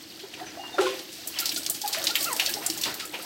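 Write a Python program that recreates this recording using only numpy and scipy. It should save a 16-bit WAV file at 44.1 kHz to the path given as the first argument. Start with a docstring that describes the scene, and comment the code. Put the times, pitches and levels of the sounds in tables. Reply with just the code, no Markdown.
"""A light patter, then a hollow plop: water is poured from a plastic mug over a motorcycle mirror.
Trapped air rings to make the plop; lumps and sheets of water slap and spatter on the bike and the
wet ground, while a wet hand sticks and slips on the glass in short squeaks. The walls of a narrow
concrete alley answer briefly over low outdoor air and a distant bird."""
import sys
import numpy as np
from scipy import signal
from scipy.fft import rfft, irfft, next_fast_len
from scipy.io import wavfile
from scipy.ndimage import map_coordinates

SR = 44100
rng = np.random.default_rng(int(sys.argv[2]) if len(sys.argv) > 2 else 0)


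def materialize(psi):
    """Save the field psi as 16-bit PCM at rate SR to the path in sys.argv[1].

    A 1-D psi becomes a single channel; in a 2-D psi each row is a channel.
    """
    bounded = np.clip(np.atleast_2d(psi).T, -1, 1)
    quanta = np.round(bounded * 32767).astype(np.int16)
    wavfile.write(sys.argv[1], SR, quanta)


N = 143325
T = np.arange(N) / SR


def amp(db):
    """Decibels to gain."""
    return 10 ** (np.asarray(db) / 20)


def unit_rms(x):
    """Scale to rms 1."""
    return x / np.sqrt(np.mean(x ** 2) + 1e-20)


def log_interp(points, hz):
    """Read (freq_hz, value) points on a log frequency axis."""
    freqs_hz, values = np.transpose(points)
    return np.interp(np.log(hz + 1), np.log(freqs_hz + 1), values)


def curves(rows):
    """One value per sample for each column after time_s."""
    time_s, *columns = np.transpose(rows)
    return [np.interp(T, time_s, column) for column in columns]


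def wobble(rate_hz, size=N):
    """Smooth random curve through rate_hz knots a second."""
    knots = rng.standard_normal(int(size * rate_hz / SR) + 4)
    return map_coordinates(knots, [np.arange(size) * rate_hz / SR])


def filtered(x, response):
    """Apply a frequency response, given as a function of Hz."""
    size = next_fast_len(len(x) + 8192)
    return irfft(rfft(x, size) * response(np.fft.rfftfreq(size, 1 / SR)), size)[:len(x)]


def coloured(x, spectrum):
    """Shape x by (freq_hz, gain_db) points, at rms 1."""
    return unit_rms(filtered(x, lambda hz: amp(log_interp(spectrum, hz))))


def band_noise(centre_hz, q, size):
    """Noise in one broad resonance with steepened skirts."""
    def response(hz):
        resonance = 1j * hz / (centre_hz ** 2 - hz ** 2 + 1j * hz * centre_hz / q)
        highpass = hz ** 2 / (hz ** 2 + (centre_hz / 2) ** 2)
        lowpass = 1 / np.hypot(1, hz / (1.48 * centre_hz))
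        return resonance * highpass * lowpass

    return unit_rms(filtered(rng.standard_normal(size), response))


def grainy(x, depth_db, rate_hz):
    """Roughen x with a fast level flicker, at rms 1."""
    return unit_rms(x * amp(depth_db * wobble(rate_hz, len(x))))


def swell(t, rise_s, decay_s):
    """Smooth rise, exponential fall."""
    rise = np.sin(np.pi / 2 * np.minimum(t / rise_s, 1)) ** 2
    return rise * np.exp(-np.maximum(t - rise_s, 0) / decay_s)


def arch(progress):
    """Rounded envelope over progress 0 to 1."""
    return np.sqrt(np.abs(np.sin(np.pi * progress)))


def wavering_phase(pitch_hz, depth, rate_hz, size):
    """Phase in radians of a tone that wavers by a fraction of its pitch."""
    return 2 * np.pi * np.cumsum(pitch_hz * (1 + depth * wobble(rate_hz, size))) / SR


def add(out, start_s, x):
    """Mix x into out at start_s."""
    part = out[round(start_s * SR):][:len(x)]
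    part += x[:len(part)]


# Wall reverberation: freq_hz, t60_s
ALLEY_DECAY = [(200, 0.49), (1000, 0.4), (4000, 0.3), (15000, 0.34)]


def alley(x, wet_db):
    """Direct sound plus the short answer of the concrete walls."""
    hz, t, noise = signal.stft(rng.standard_normal(SR // 2), SR, nperseg=256)
    decay = np.exp(-np.log(1000) * t / log_interp(ALLEY_DECAY, hz)[:, None])
    tail = signal.istft(noise * decay, SR, nperseg=256)[1]
    delayed = np.pad(x, (SR // 300, 0))
    return x + amp(wet_db) * signal.fftconvolve(delayed, tail / np.linalg.norm(tail))[:N]


# Outdoor air colour: freq_hz, gain_db
AIR_SPECTRUM = [(20, -46), (38, -36), (58, -10.5), (100, -5.5), (220, -2), (275, 0), (320, 9.5),
                (400, -2.5), (600, -11.5), (1500, -29), (5000, -50)]
# Outdoor air drift: time_s, relative_db
AIR_DRIFT = [(0.0, -59), (0.81, -56), (1.09, -59.5), (2.39, -55.5), (3.25, -58.5)]


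def outdoor_air(gain_db=8, flutter_db=1.5):
    """Low background noise with a hollow ring."""
    drift_db, = curves(AIR_DRIFT)
    level_db = drift_db + gain_db + flutter_db * wobble(10)
    return amp(level_db) * coloured(rng.standard_normal(N), AIR_SPECTRUM)


# Bird calls: start_s, length_s, start_hz, end_hz, level_db
CHIRPS = [(0.458, 0.042, 6100, 5970, -44.5), (.585, 0.13, 2850, 2797, -43), (.725, 0.034, 3680, 3530, -40)]


def distant_bird():
    """Faint, thin whistles that fall slightly."""
    out = np.zeros(N)
    for start_s, length_s, start_hz, end_hz, level_db in CHIRPS:
        progress = np.linspace(0, 1, int(length_s * SR))
        pitch_hz = start_hz + (end_hz - start_hz) * progress
        phase = wavering_phase(pitch_hz, depth=0.0087, rate_hz=200, size=len(progress))
        add(out, start_s, amp(level_db) * arch(progress) * np.sin(phase))
    return out


# Hand on glass: start_s, length_s, start_hz, middle_hz, end_hz, first_db, second_db, third_db
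SQUEAKS = [(1.348, .045, 1120, 1003, 842, -50, -51, -36), (1.837, 0.029, 848, 832, 760, -26.5, -47, -59),
           (2.195, 0.057, 592, 566, 575, -44, -44.5, -54), (2.254, .052, 657, 699, 556, -43.5, -31, -44.5),
           (2.298, .048, 563, 500, 410, -42, -30.5, -44), (3.02, 0.039, 1355, 1274, 1260, -39, -61, -60)]


def hand_squeaks():
    """Skin sticks and slips on wet glass in four harmonics; the pitch sags as the hand slows."""
    out = np.zeros(N)
    for start_s, length_s, start_hz, middle_hz, end_hz, first_db, second_db, third_db in SQUEAKS:
        progress = np.linspace(0, 1, int(length_s * SR))
        pitch_hz = np.interp(progress, [0, 0.5, 1], [start_hz, middle_hz, end_hz])
        phase = wavering_phase(pitch_hz, depth=0.026, rate_hz=290, size=len(progress))
        harmonics_db = [first_db, second_db, third_db, second_db - 7]
        tone = sum(amp(db) * np.sin(k * phase) for k, db in enumerate(harmonics_db, 1))
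        add(out, start_s, arch(progress) * tone)
    return out


def droplets(per_s, low_hz, high_hz, decay_cycles, spread_db, ring_samples):
    """Random droplets, each a short ring that rises slightly in pitch."""
    when, pitch, strength = rng.random((int(per_s * N / SR), 3)).T[:, :, None]
    pitch_hz = low_hz * (high_hz / low_hz) ** pitch
    gain = amp(spread_db * np.minimum(-np.log(1 - strength), 4))
    cycles = pitch_hz * np.arange(ring_samples) / SR
    age = cycles / decay_cycles
    rings = gain * np.exp(-age) * np.sin(2 * np.pi * cycles * (1 + 0.021 * age))
    index = (when * N).astype(int) + np.arange(ring_samples)
    return unit_rms(np.bincount(index.ravel(), rings.ravel(), N + ring_samples)[:N])


# Running water, relative levels: time_s, patter_db, spray_db, gurgle_db
FLOW = [(0.0, -43.5, -50.5, -53), (0.28, -44.5, -51.5, -51), (0.42, -44, -61, -47), (0.63, -43, -51, -49),
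        (0.79, -42, -60, -40.5), (0.96, -39.5, -44.5, -48), (1.1, -41.5, -47.5, -55.5),
        (1.33, -39, -48.5, -49), (1.54, -39.5, -38.5, -49), (1.79, -43, -43.5, -47),
        (2.03, -34.5, -38, -40), (2.19, -34, -38.5, -47), (2.33, -36, -40, -43), (2.49, -35.5, -36, -43.5),
        (2.66, -41.5, -39.5, -40), (2.85, -32.5, -40, -46.5), (3.1, -45, -48, -50),
        (3.25, -37.5, -40.5, -44.5)]
# Droplets against the wash, relative: time_s, prominence_db
DROP_PROMINENCE = [(0, -7), (1.3, -7), (1.4, -2.5), (3.25, -3.5)]
# Colour of each water layer: freq_hz, gain_db
PATTER_SPECTRUM = [(880, -11.5), (1500, -7.5), (2280, -3.5), (2760, -2), (3540, -1.5), (4560, 2.5),
                   (6890, -6.5), (8400, -9.5), (9240, -28), (10000, -16), (13000, -36), (22000, -120)]
SPRAY_SPECTRUM = [(4000, -28), (6000, 1), (7200, -9), (8300, 5), (9200, -7), (12000, 2), (15500, 0)]
GURGLE_SPECTRUM = [(200, -23), (330, 6.5), (450, -6), (700, 4.5), (1100, -3.5), (1900, 2), (3000, -13.5)]


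def running_water():
    """Patter, fine spray and gurgle: droplets over a noise wash, standing out more during the pour."""
    patter_db, spray_db, gurgle_db = curves(FLOW)
    prominence_db, = curves(DROP_PROMINENCE)
    flutter_db = 1.7 * amp(prominence_db) * wobble(44.8)

    def wash(drops, spectrum, drops_db, trim_db):
        share = amp(drops_db + prominence_db)
        blend = (share * drops + rng.standard_normal(N)) / np.hypot(1, share)
        return amp(trim_db) * coloured(blend, spectrum)

    drops = droplets(per_s=800, low_hz=2480, high_hz=9270, decay_cycles=6.1, spread_db=4, ring_samples=400)
    patter = wash(drops, PATTER_SPECTRUM, drops_db=-2.5, trim_db=-3)
    fine = droplets(per_s=600, low_hz=7200, high_hz=15100, decay_cycles=1.5, spread_db=6,
                    ring_samples=100)
    spray = wash(fine, SPRAY_SPECTRUM, drops_db=-1, trim_db=-2.5)
    low = droplets(per_s=200, low_hz=396, high_hz=2004, decay_cycles=8, spread_db=3.5, ring_samples=2500)
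    gurgle = wash(low, GURGLE_SPECTRUM, drops_db=-3.5, trim_db=-1)
    return (amp(patter_db + flutter_db) * patter
            + amp(spray_db + flutter_db + wobble(70)) * spray
            + amp(gurgle_db + 2.44 * wobble(18)) * gurgle)


# Air pockets in the water: start_s, pitch_hz, level_db, rise_s, decay_s
BUBBLES = [(.23, 396, -34.5, 0.015, 0.01), (.41, 732, -33.5, 0.0085, 0.023), (.57, 667, -34, 0.0047, .02),
           (.59, 790, -34, 0.008, 0.012), (.738, 706, -33.5, .008, 0.016),
           (.779, 1385, -21.5, 0.0082, 0.0049), (.781, 568, -22, 0.0031, 0.012),
           (.785, 381, -14.5, .014, 0.021), (.83, 385, -27.5, .03, .05), (.812, 372.7, -18.5, .011, 0.016),
           (.81, 806, -26.5, 0.0057, 0.019), (.812, 515, -27.5, 0.0083, .07),
           (.855, 1429, -26.5, 0.0051, 0.011), (.866, 1070, -23.5, 0.002, 0.012),
           (1.409, 1347, -34, 0.02, 0.013), (1.53, 310, -36.5, 0.0095, 0.012),
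           (1.571, 1387, -34.5, 0.0074, 0.008), (1.591, 312, -38, 0.0069, 0.011),
           (1.962, 653, -30.5, 0.015, .014), (2.1, 1360, -32, .014, .012),
           (2.485, 1634, -31.5, 0.0052, 0.01), (2.5, 348, -39, 0.016, .04), (2.565, 809, -33, .006, .014),
           (2.63, 700, -39, 0.0075, 0.022), (2.685, 324.4, -33, 0.021, 0.031)]


def bubbles():
    """Trapped air rings with a wavering pitch; the largest pockets make the hollow plop."""
    out, t = np.zeros(N), np.arange(SR // 3) / SR
    for start_s, pitch_hz, level_db, rise_s, decay_s in BUBBLES:
        phase = wavering_phase(pitch_hz, depth=0.033, rate_hz=155, size=len(t))
        add(out, start_s, amp(level_db) * np.sin(phase) * swell(t, rise_s, decay_s))
    return out


# Soft sheets of water: start_s, level_db, rise_s, decay_s, centre_hz, q
SPLASHES = [(.19, -39.5, .004, 0.02, 3260, 2.1), (0.234, -47.5, 0.0046, 0.017, 990, 0.87),
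            (0.309, -47, .008, 0.036, 2800, 1.2), (.42, -57, 0.055, 0.066, 5950, 4.5),
            (.46, -43, 0.0091, 0.044, 2000, 1.7), (0.631, -39.5, 0.0089, 0.015, 990, 2.2),
            (.78, -26, 0.0054, 0.026, 1080, 0.95), (.785, -33.5, 0.039, 0.065, 2930, 1.04),
            (.806, -38.5, .003, 0.023, 7640, 5.9), (0.854, -34, 0.0053, 0.067, 2660, 1.7),
            (1.11, -41, 0.025, 0.029, 5000, .8), (1.35, -35, 0.03, 0.082, 2600, 1.4),
            (1.74, -31, 0.013, .015, 4400, 0.85), (1.924, -25.5, 0.0073, 0.023, 4500, 1.7),
            (1.938, -31.5, 0.012, 0.03, 1980, 0.86), (2.091, -27, 0.016, 0.0077, 4000, 4.9),
            (2.17, -34.5, 0.034, 0.1, 6000, 0.52), (2.153, -29, 0.0037, 0.013, 1980, 3.3),
            (2.402, -31.5, 0.0068, 0.051, 2700, 0.75), (2.48, -47, 0.034, 0.081, 250, 0.92),
            (2.6, -38, .04, .04, 2010, 0.55), (2.84, -29.5, 0.018, 0.017, 3375, 0.97),
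            (2.85, -33, 0.011, 0.056, 990, 0.5), (2.85, -36.5, 0.02, 0.036, 263, .7),
            (2.991, -31, .01, 0.02, 2940, 0.92), (3.125, -33, 0.024, 0.018, 2700, 4.3),
            (3.125, -39, 0.023, 0.017, 636, 0.85)]


def splashes():
    """Sheets of water swell and break up into grainy noise."""
    out, t = np.zeros(N), np.arange(SR // 3) / SR
    for start_s, level_db, rise_s, decay_s, centre_hz, q in SPLASHES:
        sheet = grainy(band_noise(centre_hz, q, len(t)), depth_db=2, rate_hz=602)
        add(out, start_s, amp(level_db) * sheet * swell(t, rise_s, decay_s))
    return out


# Lumps of water landing, relative levels: start_s, impact_db, pitch_hz, mist_db, splat_decay_ms
SLAPS = [(0.3382, -26.5, 2890, -49, 11.5), (0.811, -22, 3780, -46, 7.4), (0.9916, -24, 4030, -48, 7.9),
         (1.2736, -20.5, 8340, -19, 5.9), (1.3875, -12.5, 4840, -21, 7.3), (1.4006, -20, 5350, -16, 8.3),
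         (1.4561, -13.5, 4350, -19.5, 15), (1.4918, -13, 4790, -39, 7), (1.518, -16.5, 3300, -24, 7),
         (1.5443, -22, 8010, -30, 6.2), (1.561, -14, 4450, -34, 11.3), (1.5746, -19.5, 8250, -21, 9.2),
         (1.6323, -21, 4740, -37, 4.2), (1.6629, -10, 4750, -34, 4.6), (1.6982, -10.5, 8600, -13.5, 5.9),
         (1.8159, -17.5, 5150, -25, 6), (1.86, -22, 4700, -31, 8), (1.877, -18.5, 4160, -17.5, 9.9),
         (2.0406, -15, 5840, -18.5, 7), (2.0693, -6.5, 3900, -35, 6.3), (2.111, -24, 4060, -39, 6.2),
         (2.1542, -8.5, 3180, -15, 8.4), (2.2064, -17, 4540, -21, 7.8), (2.2263, -16, 8220, -19, 5.3),
         (2.2426, -14.5, 6070, -19, 5.5), (2.3288, -12.5, 8480, -24, 4), (2.364, -21, 4750, -20, 5.6),
         (2.397, -6, 2790, -20, 8.7), (2.42, -29, 2790, -27, 6), (2.456, -18, 6300, -35, 8),
         (2.4616, -12, 4670, -35, 8.5), (2.4928, -21.5, 3280, -16.5, 10), (2.5383, -13, 4850, -52, 5.7),
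         (2.6627, -9.5, 7760, -35, 6.6), (2.6999, -12.5, 4830, -23, 5.7), (2.7753, -23, 6260, -24, 11),
         (2.813, -21.5, 5440, -19.5, 11), (2.836, -10, 4100, -33, 7), (2.9407, -25, 4470, -23, 7),
         (3.0535, -27, 7350, -28, 7)]
# Colour of the thrown mist: freq_hz, gain_db
MIST_SPECTRUM = [(3500, -25), (6000, -3.5), (8000, 1), (9500, -7.5), (12000, 1.5), (15500, 0.5)]


def slaps(ping_trim_db=-4.5, splat_trim_db=-9.5, mist_trim_db=-6.5):
    """Each lump of water pings as it lands, bursts in the same band and throws off mist."""
    out, t = np.zeros(N), np.arange(SR // 10) / SR
    for start_s, impact_db, pitch_hz, mist_db, splat_decay_ms in SLAPS:
        ping = np.sin(2 * np.pi * pitch_hz * t)
        ping *= amp(impact_db + ping_trim_db) * swell(t, rise_s=0.00046, decay_s=2.5 / pitch_hz)
        splat = grainy(band_noise(pitch_hz, q=2.2, size=len(t)), depth_db=2, rate_hz=883)
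        splat *= amp(impact_db + splat_trim_db) * swell(t, rise_s=0.001, decay_s=splat_decay_ms / 1000)
        mist = grainy(coloured(rng.standard_normal(len(t)), MIST_SPECTRUM), depth_db=2.5, rate_hz=1350)
        mist *= amp(mist_db + mist_trim_db) * swell(t, rise_s=0.0004, decay_s=0.0114)
        add(out, start_s, ping + splat + mist)
    return out


def scene():
    """Mono mix: short events echo off the walls; running water and air stay dry."""
    mix = (alley(slaps(), wet_db=-7)
           + alley(splashes(), wet_db=-6.5)
           + alley(bubbles() + hand_squeaks(), wet_db=-9.5)
           + alley(distant_bird(), wet_db=-4)
           + running_water() + outdoor_air())
    return mix[None]


def record(dry):
    """Thin the deepest bass and remove everything above the band limit."""
    low_cut_hz, top_hz = 47, 15950
    thinned = filtered(dry[0], lambda hz: 1 - 0.85 / (1 + (hz / low_cut_hz) ** 8))
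    return filtered(thinned, lambda hz: np.clip((top_hz - hz) / 200 + 0.5, 0, 1))[None]


dry = scene()
out = record(dry)
materialize(out)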